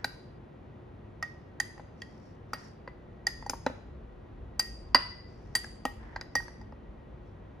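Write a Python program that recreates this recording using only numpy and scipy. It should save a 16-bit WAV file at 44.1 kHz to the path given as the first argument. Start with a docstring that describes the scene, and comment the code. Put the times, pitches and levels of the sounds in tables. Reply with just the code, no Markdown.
"""A steel spoon stirs soft beans in a ceramic cup that stands beside another cup on a plastic tray.
Each contact is a noise crack plus ringing modes of cup, spoon and tray in its own mix, choked by beans and fingers.
Strokes through the beans are dense faint ticks; every contact gets a kitchen tail of decaying noise.
Filtered noise makes the steady air and the wavering hum below; the shared treble differs in phase left to right."""
import sys
import numpy as np
from scipy import signal
from scipy.fft import rfft, irfft, next_fast_len
from scipy.io import wavfile
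from scipy.ndimage import uniform_filter1d

SR = 44100
rng = np.random.default_rng(int(sys.argv[2]) if len(sys.argv) > 2 else 0)


def inscribe(sig):
    """Save sig as 16-bit PCM at rate SR to the path in sys.argv[1].

    A 1-D sig is mono; a 2-D sig holds one channel per row.
    Samples are clipped to [-1, 1] before scaling.
    """
    pcm = np.round(np.clip(np.atleast_2d(sig).T, -1, 1) * 32767)
    wavfile.write(sys.argv[1], SR, pcm.astype(np.int16))


N = 335160


def amp(db):
    """Gain of a level in dB."""
    return np.exp(np.asarray(db) * (np.log(10) / 20))


def unit(x):
    """Scaled to an rms of 1."""
    return x / np.sqrt(np.mean(x ** 2) + 1e-20)


def along(points, hz):
    """Value at hz of a curve of (Hz, value) points, on a log frequency axis."""
    point_hz, value = np.transpose(points)
    return np.interp(np.log(hz + 1), np.log(point_hz + 1), value)


def filtered(x, response):
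    """x shaped by a response, real or complex, given as a function of frequency."""
    n = x.shape[-1]
    size = next_fast_len(n + 8192)
    spectrum = rfft(x, size) * response(np.fft.rfftfreq(size, 1 / SR))
    return irfft(spectrum, size)[..., :n]


def kitchen_air():
    """Steady stereo noise; mid and side shares set how alike the channels are at each frequency."""
    # spectrum of the air: freq_hz [Hz], density_db [dB per Hz, relative]
    air_curve = [(18, -29), (30, -16.5), (55, -1.5), (110, -1), (200, -6.5), (500, -11.5), (1000, -19.5),
                 (2000, -30), (3700, -39.5), (5000, -49.5), (7500, -54.5), (10000, -60), (12400, -63.5),
                 (13000, -74)]
    # stereo likeness: freq_hz [Hz], likeness [1 = identical channels, 0 = unrelated]
    likeness = [(60, 1), (130, 1), (290, 0.57), (640, 0.021), (1400, 0.2), (3100, 0.57), (6000, 0.93)]

    def angle(hz):
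        return np.arccos(np.clip(along(likeness, hz), -1, 1)) / 2

    def mid_side(hz):
        return amp(along(air_curve, hz)) * [np.cos(angle(hz)), np.sin(angle(hz))]

    mid, side = filtered(rng.standard_normal((2, N)), mid_side)
    return amp(-50) * unit(np.array([mid + side, mid - side]))


def drones():
    """Narrow bands of noise waver like unsteady tones; the first, a low hum, also swells."""
    # hum and drones: centre_hz [Hz], width_hz [Hz from centre to 1/e], level_db [dB over the base of each]
    bands = [(53.3, 18, 4), (99, 4.9, -10.5), (218.1, 2.2, -13.5), (359.2, 3.6, -13.5), (1918, 33, -26.5)]
    # base level of the first drone: time_s [s], base_db [dB]
    swell = [(0, -67), (1.42, -67.5), (2.56, -68.5), (3.47, -51.5), (3.81, -57.5), (4.0, -54), (4.87, -51),
             (5.21, -59), (5.61, -53.5), (5.84, -54.5), (6.07, -51.5), (6.27, -57.5), (7.03, -57.5),
             (7.6, -62)]
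    time_s, base_db = np.transpose(swell)
    hum_db = np.interp(np.arange(N) / SR, time_s, base_db)
    tones = []
    for centre_hz, width_hz, level_db in bands:
        band = filtered(rng.standard_normal(N), lambda f: np.exp(-((f - centre_hz) / width_hz) ** 2))
        tones.append(amp(level_db) * unit(band))
    return amp(hum_db) * tones[0] + amp(-51) * sum(tones[1:])


def kitchen():
    """Air and drones together, leaning 0.8 dB to the left."""
    return (kitchen_air() + drones()) * amp([[.4], [-.4]])


def echo(x):
    """A fresh stereo kitchen tail for one sound: noise in which each frequency dies at its own speed."""
    # kitchen reverberation: freq_hz [Hz], t60_s [s]
    room_t60 = [(200, 0.36), (1000, 0.42), (4000, 0.61), (8000, 0.59), (13000, 0.29), (16000, 0.051)]
    hz, t, noise = signal.stft(rng.standard_normal((2, len(x))), SR, nperseg=256)
    decay = amp(-60 * t / along(room_t60, hz)[:, None])
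    tail = signal.istft(noise * decay, SR, nperseg=256)[1][:, :len(x)]
    late = np.pad(x, (round(.006 * SR), 0))[None]  # the room answers after 6 ms
    return signal.fftconvolve(late, tail / np.linalg.norm(tail[0]), axes=1)[:, :len(x)]


def beans():
    """Dense faint ticks of beans sliding over the steel and tumbling on each other, stroke by stroke."""
    # strokes through the beans: start_s [s], hold_s [s], slide_db [dB, on steel], tumble_db [dB]
    strokes = [(0, .02, -77, -57.5), (2.0, 0.31, -73, -75), (2.59, 0.076, -61.5, -59),
               (5.3, .35, -74.5, -78.5), (6.027, 0.15, -79, -56), (6.3, .25, -82, -80.5),
               (7.271, .02, -84.5, -82)]
    # colour of beans on steel: freq_hz [Hz], gain_db [dB]
    slide_colour = [(2500, -33), (4500, -3), (4750, 3.5), (4950, -13), (5300, 5), (5750, -0.5), (6050, -2),
                    (6400, -8), (7300, -8.5), (9500, -18), (12000, -27), (13500, -50)]
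    # colour of beans on beans: freq_hz [Hz], gain_db [dB]
    tumble_colour = [(400, -30), (900, 6), (1300, -4), (1900, 3.5), (2400, -13), (3100, -18), (5000, -26.5),
                     (8000, -54)]
    swell_db_s, fade_db_s = 250, 201  # a stroke rises and dies at these rates [dB/s]

    hits = rng.random((2, 2, N)) < 4000 / SR  # 4000 ticks a second in each channel
    boost_db = [[[2.1]], [[2.6]]] * rng.exponential(size=(2, 2, N))  # a few ticks stand out
    ticks = hits * rng.standard_normal((2, 2, N)) * amp(boost_db)
    slide = unit(filtered(ticks[0], lambda f: amp(along(slide_colour, f))))
    tumble = unit(filtered(ticks[1], lambda f: amp(along(tumble_colour, f))))

    start_s, hold_s, slide_db, tumble_db = np.transpose(strokes)[:, :, None]
    t = np.arange(N) / SR
    before = np.clip(start_s - t, 0, None)
    after = np.clip(t - start_s - hold_s, 0, None)
    shape = amp(-swell_db_s * before - fade_db_s * after)
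    return (amp(slide_db) * shape).sum(0) * slide + (amp(tumble_db) * shape).sum(0) * tumble


def part_levels(neck_hz, tray, hollow, handle, neck, bowl, steel, low, mid, glaze, other):
    """Level in dB of each ringing part; parts without a level of their own follow their neighbours."""
    treble = (steel + glaze) / 2
    shank_over_neck = 1 if neck_hz < 2420 else -19  # fingers stop the shank unless the neck sounds low
    return {"tray": tray, "hollow": hollow, "handle": handle, "cup low": low, "next cup": other,
            "neck": neck, "cup mid": mid, "bowl": bowl, "edge": (bowl + steel) / 2 + 4,
            "cup high": glaze, "spoon high": steel, "cup top": glaze,
            "rim": treble + .5, "tip": treble - 5.5, "shank": neck + shank_over_neck}


def crack_noise(t, crack_db, treble_db):
    """The click of contact: coloured noise with a 65 ms t60, brighter when the treble rings harder."""
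    # colour of the crack: freq_hz [Hz], gain_db [dB]
    crack_colour = [(150, -23.5), (600, 5), (2000, 5), (9000, -4), (13000, -6), (16500, -13.5)]
    tilt_db = np.clip(.85 * (treble_db - crack_db + 3), -9, .6)  # dB per octave above 1500 Hz

    def colour(f):
        return amp(along(crack_colour, f) + tilt_db * np.log2(np.clip(f, 1500, None) / 1500))

    crack = unit(filtered(rng.standard_normal(len(t)), colour))
    return crack * amp(crack_db - 60 * t / .065) * (1 - np.exp(-t / .0022))


def ringing_parts(t, gap_s, push_ms, spoon_t60, cup_t60, handle_hz, neck_hz, bowl_hz, part_db):
    """Modes of cup, spoon and tray: a choked ring over a faint free ring. Returns stereo and mono sums."""
    # modes listed by part: mode_hz [Hz], mode_db [dB], share [of the choked t60],
    # free_db [dB, free ring over choked ring], free_t60 [s], lean_db [dB, left over right]
    modes = { "tray": [(258.5, -5.5, 1.6, -26, .2, -2.5), (511, -3, 0.74, -33.5, .2, 0.5),
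             (360, -14, 0.52, -30, .2, 1.5), (608, -5, 0.7, -29, 0.16, 5.5)],
             "hollow": [(850, -1, .6, -34.5, 0.23, -0.5), (995, -6.5, .4, -38, .2, -1),
             (720, -12.5, .5, -35.5, .2, 2)], "handle": [(1530, 3.5, 0.37, -42.5, .3, -1),
             (1323, -12, .4, -40, .2, 1.5)], "cup low": [(1888, 2.5, 0.9, -30, 0.36, -5),
             (1950, -17, 1.1, -18, .4, -2.5)], "next cup": [(2000, -2, 0.85, -22, 0.74, 3.5)],
             "neck": [(3110, -4.5, 0.45, -45, .3, 3), (2590, -11.5, 0.27, -34.5, .25, -2.5),
             (3170, -11.5, 0.32, -34, .25, -1)], "cup mid": [(4701, -0.5, 0.55, -26.5, 0.25, -1),
             (4610, -10.5, 1.6, -30, .3, 3.5), (4800, -3.5, 1.4, -19.5, 0.24, -2.5)],
             "bowl": [(5170, -1.5, 0.69, -38.5, .3, 4.5), (5482, -10, 0.52, -31.5, .3, -0.5)],
             "edge": [(6194, -2, 0.38, -29.5, .3, 3.5), (6720, -6.5, .45, -32.5, .3, 8)],
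             "cup high": [(8640, -1.5, 1.3, -22, 0.23, 0.5), (8800, -1.5, 0.79, -21.5, .3, -1.3)],
             "spoon high": [(9830, -3, 0.96, -25, 0.2, 4), (9660, -5, .8, -23, 0.39, 0.7)],
             "cup top": [(12720, -8.5, 1.1, -23, .25, -0.1), (13440, -3.5, 1.3, -13.5, .22, 1.7)],
             "rim": [(7540, 1.5, .6, -29.5, .2, 2)], "tip": [(15900, -9, .7, -27, .12, -0.2),
             (14250, -5, .8, -23, .15, 2)], "shank": [(4080, -2, 0.93, -29, .35, 2.5),
             (3720, -14, .6, -32, .3, -2.5)]}
    mode_hz, mode_db, share, free_db, free_t60, lean_db = np.concatenate(list(modes.values())).T[:, :, None]
    part = np.repeat(list(modes), [len(rows) for rows in modes.values()])
    luck = rng.standard_normal((6, len(part), 1))

    # where the next cup outrings the stirred one, its hollow and its place are heard
    across = 1 / (1 + amp(2 * (part_db["cup low"] - part_db["next cup"])))
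    hollow_hz = 810.5 + across * (1000 - 810.5)  # air space over the beans
    pan_db = 2.2 + across * (-1 - 2.2)  # left over right

    # these parts shift in pitch with the grip and depth of each contact
    held_hz = {"hollow": hollow_hz, "handle": handle_hz, "neck": neck_hz, "bowl": bowl_hz,
               "shank": 2.62 * handle_hz}  # pitch ratio of two bending modes of the spoon
    first_hz = {name: rows[0][0] for name, rows in modes.items()}
    shift = [[held_hz.get(p, first_hz[p]) / first_hz[p]] for p in part]
    pitch_hz = mode_hz * shift
    level_db = np.array([[part_db[p]] for p in part]) + mode_db - .6 + 1.2 * luck[0]

    # the push lasts a moment: low modes build up more slowly
    push_s = np.clip(push_ms, .2, 5) / 1000 * (3000 / pitch_hz) ** .12
    rise = 1 - np.exp(-(t[:SR // 50] / push_s) ** 2)

    # beans and fingers choke each part
    body = np.isin(part, ("tray", "hollow", "handle"))
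    low_cups = np.isin(part, ("cup low", "next cup"))
    choke_s = np.select([body, low_cups], [.05, np.clip(cup_t60, .02, .3)], np.clip(spoon_t60, .012, .1))
    t60 = share * choke_s[:, None]
    early = t[:round(SR * (t60.max() + .01))]
    # decay starts when the spoon lets go; its next touch damps what still rings
    decay_db = -60 * np.clip(early - 1.88 * push_s, 0, None) / t60
    fade = amp(decay_db - 18 * np.clip((early - gap_s) / .008, 0, 1))

    # the free ring has a wandering phase: a little in the steady parts, much in the others
    steady = np.isin(part, ("cup low", "next cup", "cup mid", "cup high", "cup top", "shank"))[:, None]
    steps = np.where(steady, .08, .45) * rng.standard_normal((len(part), len(t) // 64 + 1))
    wander = np.repeat(np.cumsum(steps, axis=1), 64, axis=1)[:, :len(t)]
    turn = 2 * np.pi * pitch_hz * t
    free = amp(free_db - 60 * t / free_t60) * np.sin(turn + uniform_filter1d(wander, size=64) + 3 * luck[1])
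    # no wall is quite round: each mode is a close pair that beats
    beat = .83 + .65 * np.cos(2 * np.pi * (11 + 4 * luck[4]) * t[::8] + 3 * luck[5])
    ring = free * np.repeat(beat, 8, axis=1)[:, :len(t)]

    ring[:, :len(early)] += fade * np.sin(turn[:, :len(early)] + 3 * luck[2])
    ring[:, :SR // 50] *= rise
    ring *= amp(level_db) * np.clip((t[-1] - t) / .08, 0, 1)  # 80 ms closing fade
    # each mode radiates its own way, so its left-right balance differs
    lean = amp((pan_db + lean_db + .76 * luck[3]) / 2)
    return np.array([(ring * lean).sum(0), (ring / lean).sum(0)]), ring.sum(0)


def contacts():
    """Every touch of the spoon: a crack, ringing parts and the answer of the kitchen."""
    # contacts: start_s [s], push_ms [ms], spoon_t60 [s], cup_t60 [s], handle_hz, neck_hz, bowl_hz [Hz],
    # crack_db [dB], then how hard each is rung [dB]: tray, hollow, handle, neck, bowl, treble of the
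    # spoon, cup low, cup mid, treble of the cup, next cup
    touches = [(0.0432, 1.6, .024, 0.037, 1536, 2300, 5040, -36.5, -36, -28.5, -26, -25, -31, -55.5, -29.5, -28, -38.5, -57),
               (1.2261, 0.52, 0.026, 0.14, 1250, 2920, 5240, -37.5, -56, -39, -31, -42, -34, -51.5, -30.5, -37.5, -50, -46),
               (1.5993, 2.3, 0.022, 0.025, 1560, 3220, 4860, -35.5, -59, -33.5, -36.5, -36, -26, -35.5, -18.5, -23.5, -43, -29),
               (1.778, .77, 0.016, 0.042, 1250, 2440, 5460, -57, -55, -41.5, -70, -79, -61, -82, -49.5, -62, -74, -60),
               (1.7947, 1.7, .018, .03, 1530, 2270, 5000, -51.5, -44, -40.5, -55, -69, -72, -79, -56, -69, -82, -72),
               (2.0173, 1.97, 0.02, 0.059, 1620, 3250, 5230, -50, -60, -64, -54, -34, -46, -57.5, -39.5, -44, -64, -44),
               (2.533, 0.22, 0.051, .17, 1314, 2660, 5560, -35, -37, -34, -26, -39.5, -37, -56, -42, -34, -46.5, -52),
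               (2.876, .51, .03, 0.073, 1570, 2540, 4890, -48.5, -38.5, -35, -42, -42, -75, -92, -53.5, -53, -85, -42),
               (3.2672, 1.73, 0.024, 0.047, 1340, 2680, 4950, -33.5, -52, -32, -41, -42, -23, -37, -19, -25.5, -44, -33),
               (3.4239, 1.2, .03, 0.069, 1310, 2310, 5030, -58.5, -48.5, -39, -50, -62, -58, -80, -51, -53, -75, -53),
               (3.462, 1.4, 0.06, 0.18, 1610, 3300, 5750, -58, -44, -31, -59.5, -63, -53, -62, -48, -46.5, -66, -64.5),
               (3.496, .9, .033, .069, 1440, 2420, 5130, -37.5, -31.5, -30.5, -34.5, -30, -24, -36, -63.5, -39, -40, -75.5),
               (3.5331, .9, 0.054, 0.2, 1630, 2490, 5000, -47.5, -36, -28.5, -49, -62, -57, -65, -64, -61, -70, -61),
               (3.663, 1.4, 0.0094, 0.08, 1518, 2400, 5290, -30, -18.5, -19.5, -29.5, -31, -36.5, -48, -39, -39, -52, -42),
               (3.6994, .6, .03, .03, 1390, 2200, 5630, -57, -33, -50, -54, -62, -69, -84, -66, -65, -84, -72),
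               (4.5934, 1.44, 0.042, 0.33, 1586, 2460, 5250, -31, -45.5, -33.5, -34, -36, -28, -34, -39, -17.5, -31, -46.5),
               (4.946, 1.1, 0.054, .1, 1540, 2900, 5140, -17, -23.5, -9.5, -18.5, -14.5, -20, -59.5, -23.5, -9.5, -31, -13.5),
               (5.5516, .9, 0.077, 0.062, 1260, 3240, 5600, -29, -44.5, -35.5, -44.5, -33, -40, -27.5, -21, -19.5, -31.5, -30),
               (5.6435, .39, .03, 0.022, 1670, 2400, 5110, -63, -46.5, -44, -33.5, -58, -42, -72.5, -39.5, -48, -68.5, -51),
               (5.8519, 1.42, 0.013, 0.15, 1240, 2920, 4860, -36.5, -25.5, -23, -30.5, -29.5, -38, -44.5, -34.5, -30.5, -41.5, -60),
               (6.1596, 1.9, .031, 0.031, 1590, 2360, 5100, -42, -41, -29.5, -35, -45.5, -46.5, -69.5, -39.5, -46, -77, -39.5),
               (6.2105, 1.2, .019, 0.043, 1514, 2350, 5100, -45.5, -48, -44, -39, -42, -37, -58.5, -38.5, -38, -58.5, -39),
               (6.3531, .89, .027, 0.23, 1190, 3020, 5736, -34, -29.5, -25, -31, -57, -21, -45.5, -21, -22.5, -36.5, -35),
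               (6.402, .6, .03, .02, 1620, 2200, 5090, -85.5, -50, -35.5, -43, -68, -63, -76.5, -42.5, -63.5, -69, -41.5),
               (6.4804, 1.2, 0.028, 0.018, 1640, 2190, 5700, -66, -47, -43.5, -44.5, -59, -57, -73, -47, -53, -82, -45),
               (6.612, 1.7, 0.037, .06, 1390, 2340, 5110, -71, -57, -45, -71, -72, -61, -84, -53.5, -63, -77.5, -58),
               (6.7222, .93, .018, .03, 1205, 2350, 5100, -62.5, -43.5, -40, -51.5, -74, -65, -106, -59, -69.5, -88, -67)]
    out = np.zeros((2, N + SR))
    gaps_s = np.diff([row[0] for row in touches], append=N / SR)
    for gap_s, touch in zip(gaps_s, touches):
        start_s, push_ms, spoon_t60, cup_t60, handle_hz, neck_hz, bowl_hz, crack_db, *rung_db = touch
        part_db = part_levels(neck_hz, *rung_db)
        length_s = np.clip(.74 + crack_db / 90, .14, .5)  # a harder crack gets a longer sound
        t = np.arange(round(SR * length_s)) / SR
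        rings, mono = ringing_parts(t, gap_s, push_ms, spoon_t60, cup_t60,
                                    handle_hz, neck_hz, bowl_hz, part_db)
        crack = crack_noise(t, crack_db, max(part_db["spoon high"], part_db["cup top"]))
        room = echo(amp(-15) * mono + amp(-10) * crack)
        out[:, round(start_s * SR):][:, :len(t)] += rings + crack + room
    return out[:, :N]


def scene():
    """Spoon contacts, beans and kitchen together."""
    return contacts() + beans() + kitchen()


def record(dry):
    """Round off the hardest peaks, share the left treble with phase offsets, and cut above the band limit."""
    # phase of left before right: freq_hz [Hz], lead_rad [rad]
    lead = [(0, 0.25), (1000, 0.2), (2000, 0.21), (3000, 0.89), (5000, .5), (5700, -1.07), (6500, -1.1),
            (7100, -1.6), (8000, -3.5), (9800, -4.5), (12700, -7.5), (14800, -10), (16800, -10)]
    mono_hz, top_hz = 6000, 16900  # one shared signal above the first, silence above the second

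    def treble(hz):
        return 1 / (1 + (mono_hz / (hz + 1)) ** 16)

    def phase_and_limit(hz):
        half_lead = np.interp(hz, *np.transpose(lead)) / 2
        return (hz < top_hz) * np.exp(1j * np.outer([1, -1], half_lead))

    rounded = dry / (1 + abs(dry / .85) ** 4) ** (1 / 4)
    shared = rounded + filtered(rounded[0] - rounded, treble)
    return filtered(shared, phase_and_limit)


dry = scene()
out = record(dry)
inscribe(out)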